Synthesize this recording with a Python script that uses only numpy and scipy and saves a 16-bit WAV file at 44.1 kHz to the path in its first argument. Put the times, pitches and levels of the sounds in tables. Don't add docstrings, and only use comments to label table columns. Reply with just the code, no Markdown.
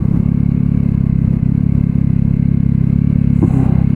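import sys
import numpy as np
from scipy import signal
from scipy.fft import rfft, irfft
from scipy.io import wavfile
from scipy.ndimage import uniform_filter1d, minimum_filter1d

SR = 44100
rng = np.random.default_rng(int(sys.argv[2]) if len(sys.argv) > 2 else 0)


def pcm_store(signal):
    levels = np.round(np.clip(np.atleast_2d(signal), -1, 1) * 32767)
    wavfile.write(sys.argv[1], SR, levels.astype(np.int16).T)


N = 174195
TIME = np.arange(N) / SR

# time_s, firings_per_s
ENGINE_SPEED = [(0.0, 33.17), (0.36, 35.04), (0.43, 34.63), (0.79, 35.48), (0.86, 34.21), (1.29, 32.8),
                (1.36, 33.61), (1.44, 32.25), (1.58, 34.95), (2.15, 33.56), (2.3, 34.31), (2.73, 33.8),
                (2.8, 32.82), (3.09, 35.95), (3.23, 34.06), (3.3, 34.62), (3.66, 32.09), (3.95, 34.67)]
FIRST_FIRING_S = .026
# time_s, gain_db
FIRING_EFFORT = [(0, -1.9), (1.0, -1.25), (2.2, -1), (2.9, -0.26), (3.38, 0), (3.45, -1.2), (3.6, -2),
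                 (3.75, 1.0), (3.95, -1)]
# firing_rate_multiple, rms_level_db
THUMP_HARMONICS = [(1, -33.5), (2, -22.5), (3, -20), (4, -16.5), (5, -18), (6, -21.5), (7, -23.5), (8, -31),
                   (9, -51.5), (10, -47), (11, -50)]
SWEEP_CENTRE, SWEEP_RAD = 4.96, .065
# time_s, gain_db
LEAN_FIRINGS = [(.232, -2.5), (1.40, -6.5), (1.927, -5.5), (2.37, -3.5)]
FIRING_SPREAD_DB, FIRING_JITTER_S, REBOUND_SHARE = 0.15, .00012, .22
PIPE_HZ, PIPE_T60_S, PIPE_DB, PIPE_SPREAD_DB = 260.3, .07, -24, 3

# frequency_hz, density_db_per_hz
CLATTER_SPECTRUM = [(300, -69), (400, -66), (500, -70.5), (750, -82), (1000, -83), (1120, -80.5),
                    (1320, -86.5), (1600, -81), (1860, -88.5), (2150, -82), (2380, -86), (2620, -85.5),
                    (2740, -91), (2850, -89), (3080, -95.5), (3450, -102), (3800, -100), (4020, -94),
                    (4220, -100), (4420, -99.5), (5300, -110), (8300, -110), (11500, -112), (15500, -119)]
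CLATTER_SWING_DB, CLATTER_LEAD_CYCLES, CLATTER_ROUGH_DB = 1.37, 0.15, 1.5
# time_s, gain_db
MACHINERY_LOAD = [(0, -2), (.8, .5), (1.4, -1.45), (2.6, 0), (3.3, 1.5), (3.6, 3.5), (3.95, 3)]
# firing_rate_multiple, rms_level_db
GEAR_PARTIALS = [(32, -60.5), (46, -67), (61, -60.5), (63, -59.5), (65, -61), (77, -66.5)]
CRANK_RIPPLE, GEAR_WANDER_CYCLES, GEAR_SWING_DB, GEAR_FLUTTER_DB = 0.027, 0.0038, 3, 3.5
# frequency_hz, density_db_per_hz
TICK_SPECTRUM = [(1200, -105), (2300, -87.5), (3300, -103), (4300, -99), (5500, -106), (8500, -103),
                 (11500, -104), (15500, -114)]
TICK_DECAY_S, TICK_JITTER_S, TICK_SPREAD_DB = .003, 0.0014, 4

# time_s, strike_db
DOG_STRIKES = [(3.4174, -14.5), (3.426, -3.5), (3.4357, -5), (3.4436, -10.5), (3.4551, -16.5)]
# frequency_hz, level_db, t60_s
CASE_MODES = [(95, -4.5, .08), (160, -0.5, 0.071), (257, 1.5, 0.084), (334, -3, 0.071), (542, -17.5, 0.03),
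              (760, -16.5, 0.021), (1015, -14.5, 0.017), (1660, -28.5, .018)]
CLUNK_BAND_HZ, CLUNK_SPREAD_DB = (89, 1330), 1
# time_s, strike_db
LEVER_CLICKS = [(3.446, -41.5)]
CLICK_BAND_HZ, CLICK_DECAY_S = (3000, 9000), .0012

# frequency_hz, density_db_per_hz
BRAKE_SPECTRUM = [(5000, -115), (6300, -95.5), (7400, -91.5), (7700, -96), (7880, -86), (8100, -95.5),
                  (8500, -105), (9100, -95.5), (9350, -100), (9600, -86), (9850, -99.5), (10200, -105),
                  (10620, -94), (11100, -105), (13500, -111), (15100, -103)]
# start_s, attack_s, hold_s, release_s, gain_db
BRAKE_SWELL = (3.236, 0.3, .01, 0.23, 1.5)
# start_s, attack_s, hold_s, release_s, gain_db
JUDDER_SWELL = (3.505, .055, .045, .075, 0)
# judder_rate_multiple, rms_level_db
JUDDER_HARMONICS = [(1, -22.5), (2, -19), (3, -33)]
JUDDER_HZ, JUDDER_WANDER = 133.4, .035
BRAKE_FLUTTER_DB, CHAIN_FLUTTER_DB = 1.5, 1.0
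# frequency_hz, density_db_per_hz
CHAIN_SPECTRUM = [(200, -59.5), (340, -48.5), (450, -61), (620, -62.5), (770, -56), (980, -67),
                  (1100, -64.5), (1250, -73.5), (1600, -75.5), (1850, -87), (2750, -80), (3100, -91.5),
                  (3450, -103), (4020, -88.5), (4400, -108)]
# start_s, attack_s, hold_s, release_s, gain_db
CHAIN_SWELL = (3.37, .23, .07, .27, -.5)

# frequency_hz, density_db_per_hz
WIND_SPECTRUM = [(15, -56), (45, -47), (90, -52.5), (170, -51.5), (260, -54.5), (340, -61.5), (450, -69.5),
                 (750, -80), (1100, -82), (1800, -93.5), (3300, -107), (6000, -111), (11000, -112),
                 (15500, -117)]
# time_s, gain_db
WIND_LEVEL = [(0, 6.5), (.25, 3.5), (.5, 1), (1.1, 2), (1.45, 2), (1.7, 1), (2.0, 2), (2.7, 0), (3.3, 1.5),
              (3.95, 0)]
GUST_DB = 1.5
# frequency_hz, density_db_per_hz
TREAD_SPECTRUM = [(380, -63.5), (600, -76.5), (780, -73.5), (950, -77.5), (1120, -71), (1400, -89.5),
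                  (2500, -120)]
TREAD_FADE_DB_PER_S = 9
CUTOFF_HZ = 15700
NO_UNDERFLOW = 1e-18


def from_db(db):
    return 10 ** (np.asarray(db) / 20)


def in_time(rows):
    return np.interp(TIME, *np.transpose(rows))


def drift(rate_hz):
    step, settling = 40, 2000
    pole = np.exp(-2 * np.pi * rate_hz * step / SR)
    chance = rng.standard_normal(N // step + settling + 2)
    slow = signal.lfilter([1], [1, -2 * pole, pole * pole], chance)[settling:]
    return np.interp(np.arange(N) / step, np.arange(len(slow)), slow / slow.std())


def noise(spectrum):
    hz, db = np.transpose(spectrum)
    bins = np.maximum(np.fft.rfftfreq(N, 1 / SR), 1)
    weight = from_db(np.interp(np.log(bins), np.log(hz), db))
    return irfft(rfft(rng.standard_normal(N)) * weight, N) * np.sqrt(SR / 2)


def strikes(s, gains):
    samples = np.clip(s * SR, 0, N).astype(int)
    return np.bincount(samples, gains, N + 1)[:N]


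def ring(clicks, hz, t60):
    pole, angle = np.exp(-np.log(1000) / (t60 * SR)), 2 * np.pi * hz / SR
    feedback = [1, -2 * pole * np.cos(angle), pole * pole]
    return signal.lfilter([0, np.sin(angle)], feedback, clicks + NO_UNDERFLOW)


def decay(clicks, decay_s):
    return signal.lfilter([1], [1, -np.exp(-1 / (decay_s * SR))], clicks + NO_UNDERFLOW)


def band(sound, edges_hz):
    return signal.sosfilt(signal.butter(2, edges_hz, "band", fs=SR, output="sos"), sound)


def swell(start, attack, hold, release, db):
    ramp = np.interp(TIME, start + np.cumsum([0, attack, hold, release]), [0, 1, 1, 0])
    return from_db(db) * np.sin(np.pi / 2 * ramp) ** 2


def firings(cycle):
    numbers = np.arange(int(cycle[-1]) + 1)
    firing_s = np.interp(numbers, cycle, TIME)
    strength, late, pipe = rng.standard_normal((len(firing_s), 3)).T
    db = FIRING_SPREAD_DB * strength
    for weak_s, weak_db in LEAN_FIRINGS:
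        db[np.argmin(abs(firing_s - weak_s))] = weak_db
    db = db - REBOUND_SHARE * np.append(0, db[:-1])

    nearest = np.clip(np.round(cycle), 0, numbers[-1]).astype(int)
    gain = uniform_filter1d(from_db(db)[nearest], size=400)
    late_s = uniform_filter1d(late[nearest], size=400) * FIRING_JITTER_S
    turn = cycle + late_s * in_time(ENGINE_SPEED)
    thumps = np.zeros(N)
    for k, level in THUMP_HARMONICS:
        sweep = SWEEP_RAD * (k - SWEEP_CENTRE) ** 2
        thumps -= np.sqrt(2) * from_db(level) * np.cos(2 * np.pi * round(k) * turn - sweep)

    pipe_gains = from_db(PIPE_DB + PIPE_SPREAD_DB * pipe)
    pipe_clicks = strikes(firing_s + .5 / PIPE_HZ, pipe_gains)
    tail = band(ring(pipe_clicks, PIPE_HZ, PIPE_T60_S), [PIPE_HZ / 10, 2 * PIPE_HZ])
    return from_db(in_time(FIRING_EFFORT)) * (gain * thumps + tail)


def machinery(cycle):
    beat = np.cos(2 * np.pi * (cycle + CLATTER_LEAD_CYCLES))
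    clatter_db = CLATTER_SWING_DB * beat + CLATTER_ROUGH_DB * drift(100)
    clatter = noise(CLATTER_SPECTRUM) * from_db(clatter_db)

    ripple = CRANK_RIPPLE * np.cos(2 * np.pi * cycle) / (2 * np.pi)
    crank = cycle - ripple + GEAR_WANDER_CYCLES * drift(20)
    whine = np.zeros(N)
    for k, db in GEAR_PARTIALS:
        level = from_db(db + GEAR_FLUTTER_DB * drift(20))
        whine += np.sqrt(2) * level * np.sin(2 * np.pi * k * crank)
    whine *= from_db(GEAR_SWING_DB * beat)
    return from_db(in_time(MACHINERY_LOAD)) * (clatter + whine)


def valve_ticks(cycle):
    tick_cycles = np.arange(1, int(cycle[-1]) + 1) - CLATTER_LEAD_CYCLES
    tick_s = np.interp(tick_cycles, cycle, TIME)
    strength, late = rng.standard_normal((len(tick_s), 2)).T
    clicks = strikes(tick_s + TICK_JITTER_S * late, from_db(TICK_SPREAD_DB * strength))
    return noise(TICK_SPECTRUM) * decay(clicks, TICK_DECAY_S)


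def gear_change():
    strike_s, strike_db = np.transpose(DOG_STRIKES)
    clunk = np.zeros(N)
    for k, (hz, level, t60) in enumerate(CASE_MODES):
        db = strike_db + level + rng.normal(0, CLUNK_SPREAD_DB, len(strike_s))
        clunk += (-1) ** k * ring(strikes(strike_s, from_db(db)), hz, t60)

    click_s, click_db = np.transpose(LEVER_CLICKS)
    burst = decay(strikes(click_s, from_db(click_db)), CLICK_DECAY_S) * rng.standard_normal(N)
    return band(clunk, CLUNK_BAND_HZ) + band(burst, CLICK_BAND_HZ)


def brake():
    slips = np.cumsum(JUDDER_HZ * (1 + JUDDER_WANDER * drift(25))) / SR
    groan = np.zeros(N)
    for k, db in JUDDER_HARMONICS:
        groan += np.sqrt(2) * from_db(db) * np.sin(2 * np.pi * round(k) * slips)
    hiss = noise(BRAKE_SPECTRUM) * from_db(BRAKE_FLUTTER_DB * drift(40))
    return hiss * swell(*BRAKE_SWELL) + groan * swell(*JUDDER_SWELL)


def chain():
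    return noise(CHAIN_SPECTRUM) * swell(*CHAIN_SWELL) * from_db(CHAIN_FLUTTER_DB * drift(60))


def road():
    wind = noise(WIND_SPECTRUM) * from_db(in_time(WIND_LEVEL) + GUST_DB * drift(8))
    tread = noise(TREAD_SPECTRUM) * from_db(-TREAD_FADE_DB_PER_S * TIME)
    return wind + tread


def scene():
    cycle = np.cumsum(in_time(ENGINE_SPEED)) / SR
    cycle = cycle - np.interp(FIRST_FIRING_S, TIME, cycle)
    engine = firings(cycle) + machinery(cycle) + valve_ticks(cycle)
    return (engine + gear_change() + brake() + chain() + road())[None]


def record(dry):
    from_end = np.minimum(TIME, TIME[::-1])
    dry = dry * np.sin(np.pi / 2 * np.minimum(from_end / .004, 1)) ** 2
    room_left = 1 / np.maximum(abs(dry), 1)
    gain = minimum_filter1d(room_left, size=200)
    gain = uniform_filter1d(uniform_filter1d(gain, size=100), size=100)
    low_pass = signal.ellip(10, .1, 80, CUTOFF_HZ, fs=SR, output="sos")
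    return signal.sosfilt(low_pass, dry * gain)


dry = scene()
out = record(dry)
pcm_store(out)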